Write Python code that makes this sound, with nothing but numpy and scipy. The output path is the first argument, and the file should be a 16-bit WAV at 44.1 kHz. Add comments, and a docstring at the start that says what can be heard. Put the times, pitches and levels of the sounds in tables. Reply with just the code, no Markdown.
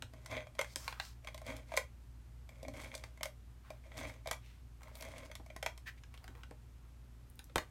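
"""Tape runner on card.

A plastic runner is pressed down, drawn in short strokes and lifted, close to the microphone.
Slips and clicks ring its hollow shell; tape crackles off its backing. Card slides, things tap
the table, the hand's weight makes it rumble. Small room, wavering hum, faint air noise."""
import sys
import numpy as np
from scipy import signal
from scipy.fft import irfft
from scipy.io import wavfile
from scipy.ndimage import uniform_filter1d

SR = 44100
rng = np.random.default_rng(int(sys.argv[2]) if len(sys.argv) > 2 else 0)


def persist_wave(psi):
    """Save psi, clipped to +-1, as 16-bit WAV."""
    counts = np.round(np.clip(psi, -1, 1) * 32767).astype(np.int16)
    wavfile.write(sys.argv[1], SR, np.atleast_2d(counts).T)


N = 339570

# runner strokes: down_s, pull_start_s, full_speed_s, slowing_s, pull_end_s, wrench_s, lift_s,
# rest_db, drag_db, peel_db, wrench_db, lean_db
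STROKES = [(0.115, 0.281, 0.32, 0.368, 0.43, 0.47, 0.86, -68, -41, -61.5, -64, -48),
           (1.216, 1.45, 1.497, 1.474, 1.59, 1.66, 1.77, -68, -40, -50.5, -51.5, -41),
           (2.486, 2.73, 2.78, 2.75, 3.054, 3.2, 3.05, -69, -49.5, -58.5, -60, -50),
           (3.821, 3.935, 3.975, 4.08, 4.15, 4.23, 4.31, -65, -49, -59.5, -56, -51),
           (4.838, 4.936, 5.04, 5.26, 5.27, 7.6, 6.8, -65, -59, -66, -54, -59.5)]
# shell clicks: time_s, wall_db, hollow_db, snap_db
CLICKS = [(0.136, -55.5, -42.5, -58), (0.2607, -48.5, -42, -44.5), (0.4698, -55, -44, -62),
          (0.5516, -59.5, -56, -57), (0.586, -47, -65, -62), (0.5915, -28, -26, -36.5),
          (0.6127, -31, -29, -35), (0.6459, -45, -69, -54), (1.2466, -54, -43.5, -53.5),
          (1.2724, -39.5, -53, -47), (1.2849, -47.5, -44, -54), (1.345, -51, -44.5, -45.5),
          (1.3782, -52.5, -47, -48.5), (1.4167, -57, -44, -53.5), (1.4651, -61, -43, -47),
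          (1.5663, -60, -69, -47.5), (1.719, -44.5, -27.5, -72), (1.7389, -39, -33, -52),
          (1.7673, -55, -43, -32), (1.774, -28, -28.5, -27.5), (2.4915, -55.5, -54, -53.5),
          (2.6296, -65, -39, -49.5), (2.6499, -53, -39.5, -74), (2.6825, -49.5, -32, -47.5),
          (2.9411, -44.5, -64, -51), (2.9512, -59, -41, -36), (2.978, -68, -62, -48.5),
          (3.0384, -44, -44.5, -47.5), (3.175, -55.5, -65, -60), (3.2092, -47, -36, -58),
          (3.2315, -36, -41, -29.5), (3.256, -39.5, -29.5, -39), (3.704, -52.5, -35, -49.5),
          (3.918, -52, -55, -75), (3.973, -63, -59, -48), (3.988, -44, -49, -52), (4.259, -48, -38, -58),
          (4.2732, -44, -34.5, -38.5), (4.286, -45, -64, -53), (4.3121, -31, -25, -31),
          (4.33, -40.5, -54, -45), (4.8324, -57.5, -59, -53), (4.9538, -57, -49, -45),
          (4.988, -70, -70, -59), (5.0091, -56, -51, -44.5), (5.024, -46.5, -46, -41),
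          (5.05, -54, -37.5, -51), (5.182, -68, -62, -46.5), (5.315, -45.5, -58, -53),
          (5.3535, -45, -71, -43), (5.4626, -61, -53, -57), (5.5019, -50, -43, -63),
          (5.5633, -47, -42.5, -44.5), (5.6276, -35.5, -41, -39), (5.6621, -30.5, -29, -35.5),
          (5.777, -56, -56, -49)]
# table taps: time_s, top_db, thud_db, snap_db, pitch_ratio
TAPS = [(0.023, -44, -40.5, -47, 0.9), (0.759, -40.5, -35, -36.5, 0.95), (0.879, -33, -76, -50.5, 1.045),
        (0.926, -42.5, -65, -69, 1.02), (0.999, -32.5, -71, -56, 1.05), (5.398, -70, -40, -81, 1.16),
        (6.036, -56, -73, -80, 1.56), (6.141, -54.5, -54, -64, 1.107), (6.176, -57.5, -72, -80, 2.126),
        (6.242, -53, -45.5, -63, 1.2), (6.279, -50.5, -54, -58, 0.87), (6.352, -57.5, -47.5, -75, 0.72),
        (6.434, -52, -54, -84, 1.45), (6.51, -59, -37.5, -65.5, 1.03), (7.3, -85, -85, -62, 3.006),
        (7.356, -83, -85, -63, 3.105), (7.392, -53, -43, -57, 2.55), (7.442, -83, -83, -59, 1.7),
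        (7.497, -60, -50, -88, 0.93), (7.558, -28.5, -17.5, -36.5, 0.97), (7.581, -32, -33, -40.5, 1.1)]
# card and finger scuffs, plus one brief high crackle of peeling tape near 4.94 s: start_s, peak_s, end_s,
# level_db, centre_hz, crackle_share
SCUFFS = [(0.61, 0.758, 0.74, -62, 4450, 0.02), (0.753, 0.8, 0.97, -55, 5500, 0.48),
          (0.757, 0.887, 1.19, -58.5, 1170, 0.3), (0.98, 1.037, 1.155, -56, 4500, 0.48),
          (3.626, 3.66, 3.83, -66, 1180, 0.1), (4.397, 4.46, 4.62, -65, 2280, 0.32),
          (4.805, 4.807, 5.2, -68, 890, 0.9), (4.937, 4.987, 5.04, -66, 12900, 0.8),
          (5.856, 5.881, 5.908, -44, 1800, 0.25), (5.972, 5.982, 5.995, -60, 2160, .4),
          (6.128, 6.151, 6.17, -62.5, 2320, 0.92), (6.34, 6.364, 6.47, -65.5, 1000, 0.88),
          (6.047, 6.246, 6.443, -66.5, 800.6, 0.5), (6.587, 6.85, 7.05, -78.5, 1105, 0.61)]
# hand bumps on the table: centre_s, length_s, level_db
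BUMPS = [(0.033, 0.072, -54.5), (0.148, 0.031, -55), (2.685, 0.12, -48.5), (6.294, 0.037, -51),
         (7.582, 0.098, -52)]
# modes: pitch_hz, width_hz, gain_db
HOLLOW_MODES = [(582, 95, 0), (645, 120, -2)]  # air in the shell
WALL_MODES = [(1043, 48, -3), (1184, 114, -3.5), (1586, 270, -4.5), (2040, 59, -5), (2200, 195, 6),
              (3240, 240, -3), (6100, 150, -12.5)]  # shell walls
TOP_MODES = [(1064, 73, 3.5), (1490, 660, 5), (1980, 550, 2.5), (2570, 280, -3.5), (3300, 240, -4.5),
             (3800, 500, -6)]  # table top
THUD_MODES = [(326, 190, -8), (610, 164, -2)]  # table body
LEAN_MODES = [(102.7, 22, -3), (260, 45, -9)]  # table under the hand
# spectra: freq_hz, gain_db
PEEL_SPECTRUM = [(500, 5.5), (1500, 1), (3000, -1), (6000, -2.5), (9500, -4.5), (13000, -11.5),
                 (16000, -17)]  # peeling tape
SNAP_SPECTRUM = [(1500, -21), (3500, 7), (6000, 4), (9000, 2), (13000, -3.5), (16000, -16)]  # contact snap
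AIR_SPECTRUM = [(15, -23), (25, 0.5), (48, -10), (70, -3), (135, -12), (187, -20), (238, -19), (510, -29.5),
                (1030, -31), (4990, -41), (12200, -44), (14800, -48.5), (16500, -66)]  # room noise
# hum levels: time_s, low_db, octave_db
HUM_LEVELS = [(0.0, -56, -61.5), (0.39, -59.5, -64), (0.96, -54, -63.5), (7.06, -55.5, -65.5),
              (7.7, -60.5, -62)]
# room decay: freq_hz, t60_s
ROOM_DECAY = [(500, 0.19), (4000, 0.17), (12000, 0.17)]

PULL_ENDS_DB, PEEL_ENDS_DB, PULL_EXPONENT = -23, -21.5, 1.15  # ends relative to full speed
SETTLE_S, LINGER_S, RELEASE_S = 0.03, 0.076, 0.065
REST_PEEL_DB, REST_HOLLOW_DB, WRENCH_PEEL_DB = -11.5, 0.5, -9
GRIP_DETUNE, GRIP_DB, CHATTER_RISE_S = 0.02, 2, 0.00019
SQUEAK_UNDER_S, SQUEAK_DB = 0.06, 9
HUM_HZ, PAIR_HZ, UPPER_HZ, UPPER_DB = 58.9, (117.8, 122.06), 246, -77.5
AIR_DB, BAND_LIMIT_HZ = -60, 16100


def strokes():
    """The roller drags: slips ring the shell, tape peels off its backing."""
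    drag, peel, _, light_rub = hand_gains()
    slips = grit(per_s=600, spread_db=3.5, smooth=0.6, lumps_db=3, grain_s=0.0004)
    hollow = ring((drag + light_rub) * slips, HOLLOW_MODES, -0.85)
    walls = highpass(ring(drag * slips, WALL_MODES), 620)
    crackle = grit(per_s=600, spread_db=4, smooth=0.8, lumps_db=2.5, grain_s=0.0005)
    return amp(-6.5) * hollow + amp(-3) * walls + amp(2.5) * peel * colour(crackle, PEEL_SPECTRUM)


def hand_gains():
    """Stroke envelopes: resting rub, swelling pull, and a wrench if it starts before the lift."""
    t = np.arange(N) / SR
    drag, peel, lean, light_rub = np.zeros((4, N))
    for down_s, start_s, full_s, slowing_s, end_s, wrench_s, lift_s, *levels_db in STROKES:
        rest_db, drag_db, peel_db, wrench_db, lean_db = levels_db
        rest = np.interp(t, [down_s, down_s + SETTLE_S, end_s, end_s + LINGER_S], [0, 1, 1, 0])
        rest *= amp(rest_db)
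        wrench = amp(wrench_db) * np.interp(t, [wrench_s, lift_s, lift_s + RELEASE_S], [0, 1, 0])
        early = (full_s - t) / (full_s - start_s)
        late = (t - slowing_s) / (end_s - slowing_s)
        slack = np.maximum(np.maximum(early, late), 0) ** PULL_EXPONENT  # 0 at full speed
        drag += rest + wrench + amp(drag_db + PULL_ENDS_DB * slack)
        peel += amp(REST_PEEL_DB) * rest + amp(WRENCH_PEEL_DB) * wrench
        peel += amp(peel_db + PEEL_ENDS_DB * slack)
        lean += amp(lean_db + PULL_ENDS_DB * slack)
        light_rub += amp(REST_HOLLOW_DB) * rest
    return drag, peel, lean, light_rub


def clicks():
    """Each click rings the shell's walls and hollow and snaps in the treble."""
    walls = blows(CLICKS, 1, 0.0042, 0.25, lambda x, row, grip: ring(x, gripped(WALL_MODES, grip)))
    hollow = blows(CLICKS, 2, 0.0026, 0.37,
                   lambda x, row, grip: ring(x, gripped(HOLLOW_MODES, grip), -1.53))
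    snap = blows(CLICKS, 3, 0.0026, 0.43, lambda x, *_: colour(x, SNAP_SPECTRUM))
    return amp(22.5) * highpass(walls, 620) + amp(17) * hollow + amp(17.5) * snap


def gripped(modes, grip):
    """The shifting grip detunes and reweights the modes."""
    return [(hz * (1 + GRIP_DETUNE * detune), width_hz, db + GRIP_DB * weight)
            for (hz, width_hz, db), detune, weight in zip(modes, *grip)]


def taps():
    """Table taps: brief ring, low thud, bright snap. Small things ring higher."""
    top = blows(TAPS, 1, 0.0035, 0.38, lambda x, row, _: ring(x, pitched(TOP_MODES, row[4])))
    thud = blows(TAPS, 2, 0.0082, 0.34, lambda x, row, _: ring(x, pitched(THUD_MODES, row[4])))
    snap = blows(TAPS, 3, 0.0012, 0.95, lambda x, row, _: colour(x, pitched(SNAP_SPECTRUM, row[4])))
    return amp(25) * highpass(top, 890) + amp(13) * thud + amp(24.5) * snap


def scuffs():
    """Card and fingers slide, and tape briefly crackles high up: swells of rub and crackle in a broad band.
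    Brief ones squeak."""
    out, rub = np.zeros(N), rng.standard_normal(N)
    crackle = grit(per_s=200, spread_db=3, smooth=0.4, lumps_db=2, grain_s=0.0015)
    for start_s, peak_s, end_s, level_db, hz, share in SCUFFS:
        span = np.arange(round(start_s * SR), round(end_s * SR))
        ramp = np.interp(span / SR, [start_s, peak_s, end_s], [0, 1, 0])
        swell = np.sin(np.pi / 2 * ramp) ** 1.5
        centre_db = SQUEAK_DB * (end_s - start_s < SQUEAK_UNDER_S)
        band = [(hz / 8, -30), (hz / 1.5, -10), (hz / 1.15, -3),
                (hz, centre_db), (hz * 1.15, -2), (hz * 6, -25)]
        friction = (1 - share) * rub[span] + share * crackle[span]
        out[span] += amp(level_db) * swell * colour(friction, band)
    return out


def table_rumble():
    """Uneven hand weight stirs the table's low modes."""
    t = np.arange(N) / SR
    _, _, lean, _ = hand_gains()
    bumps = sum(amp(db) * np.cos(np.pi * np.clip((t - centre_s) / length_s, -0.5, 0.5))
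                for centre_s, length_s, db in BUMPS)
    return highpass(ring((lean + bumps) * rng.standard_normal(N), LEAN_MODES), 51)


def room(x):
    """Sparse echoes of random sign, each band dying at its own rate."""
    echoes = np.zeros(SR // 2)
    slots = np.arange(150, SR // 2 - 20, 20)
    echoes[slots + rng.integers(0, 20, len(slots))] = rng.choice([-1., 1.], len(slots))
    hz, t, spectra = signal.stft(echoes, SR, nperseg=256)
    decay = amp(-60 * t / log_interp(ROOM_DECAY, hz)[:, None])
    tail = signal.istft(spectra * decay, SR, nperseg=256)[1]
    return signal.oaconvolve(x, tail / np.linalg.norm(tail))[:N]


def hum():
    """Low tone, beating pair near its octave, faint upper tone; all waver."""
    t = np.arange(N) / SR
    times_s, low_db, octave_db = np.transpose(HUM_LEVELS)
    low, octave = amp(np.interp(t, times_s, low_db)), amp(np.interp(t, times_s, octave_db))
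    tones = [(HUM_HZ, low, 0.5), (PAIR_HZ[0], octave, 0.5), (PAIR_HZ[1], 0.49 * octave, 0.5),
             (UPPER_HZ, amp(UPPER_DB), 0.9)]
    return sum(np.sqrt(2) * rms * np.sin(2 * np.pi * hz * t + waver_rad * drift(per_s=8.9))
               for hz, rms, waver_rad in tones)


def air():
    """Steady room noise, strongest in the bass."""
    frames, hz = N // 512 + 5, np.fft.rfftfreq(2048, 1 / SR)
    real, imag = rng.standard_normal((frames, 1025, 2)).T
    spectra = (real + 1j * imag) * amp(log_interp(AIR_SPECTRUM, hz))[:, None]
    return amp(AIR_DB) * unit_rms(signal.istft(spectra, nperseg=2048, noverlap=1536)[1][:N])


def grit(per_s, spread_db, smooth, lumps_db, grain_s):
    """Stick-slip: uneven rasping grains over a smooth rub, in lumps."""
    jolts = amp(spread_db * np.minimum(rng.exponential(1, N), 5)) * (rng.random(N) < per_s / SR)
    grains = signal.lfilter([1], [1, -np.exp(-1 / (grain_s * SR))], jolts) * rng.standard_normal(N)
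    friction = unit_rms(grains) + smooth * rng.standard_normal(N)
    return unit_rms(friction * amp(lumps_db * drift(per_s=67)))


def blows(rows, db_column, chatter_s, chatter_gain, body):
    """One impulse plus chatter per row, sounded through body(force, row, random_grip)."""
    out, lead = np.zeros(N + 6000), 256
    t = np.arange(-lead, 1000) / SR
    envelope = chatter_gain * np.exp(-abs(t) / chatter_s) * np.clip(t / CHATTER_RISE_S, 0, 1)
    forces = envelope * rng.standard_normal((len(rows), len(t)))
    forces[:, lead] = 1  # first contact
    for row, force, grip in zip(rows, forces, rng.standard_normal((len(rows), 2, 10))):
        sound = body(force / np.linalg.norm(force), row, grip)
        at = round(row[0] * SR) - lead
        out[at:at + len(sound)] += amp(row[db_column]) * sound
    return out[:N]


def ring(force, modes, mode_ratio=1):
    """Damped modes, unit energy. 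Mode k is weighted mode_ratio ** k; negative opposes neighbours."""
    t = np.arange(4000) / SR
    response = np.zeros(len(t))
    for k, (hz, width_hz, db) in enumerate(modes):
        gain = mode_ratio ** k * amp(db) * np.sqrt(width_hz)
        response += gain * np.exp(-np.pi * width_hz * t) * np.sin(2 * np.pi * hz * t)
    return signal.oaconvolve(force, response / np.linalg.norm(response))[:N]


def colour(x, spectrum):
    """Spectral shaping that keeps the power of white noise."""
    gain = amp(log_interp(spectrum, np.fft.rfftfreq(512, 1 / SR)))
    kernel = np.roll(irfft(gain), 256) * np.hanning(512)
    return signal.oaconvolve(x, kernel / np.linalg.norm(kernel), "same")


def drift(per_s):
    """Smooth noise, rms 1, about per_s changes a second."""
    size = max(int(SR / per_s), 2)
    return unit_rms(uniform_filter1d(uniform_filter1d(rng.standard_normal(N), size), size))


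def pitched(table, ratio):
    return [(hz * ratio, *rest) for hz, *rest in table]


def highpass(x, hz):
    return signal.sosfilt(signal.butter(2, hz, "highpass", fs=SR, output="sos"), x)


def log_interp(points, hz):
    points_hz, values = np.transpose(points)
    return np.interp(np.log(hz + 1), np.log(points_hz + 1), values)


def unit_rms(x):
    return x / np.sqrt(np.mean(x ** 2) + 1e-30)


def amp(db):
    return 10 ** (np.asarray(db) / 20)


def scene():
    """Close sources, their room echo, hum and air; mono."""
    near = strokes() + table_rumble() + scuffs() + clicks() + taps()
    return (near + amp(-7.5) * room(near) + hum() + air())[None]


def record(dry):
    """Microphone: deep bass cut, narrow treble dip, band limit."""
    heard = highpass(dry, 36)
    heard = heard - 0.29 * signal.lfilter(*signal.iirpeak(10600, Q=9, fs=SR), heard)
    lowpass = signal.firwin(511, BAND_LIMIT_HZ, window=("kaiser", 9), fs=SR)
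    return signal.oaconvolve(heard, lowpass[None], "same")


dry = scene()
out = record(dry)
persist_wave(out)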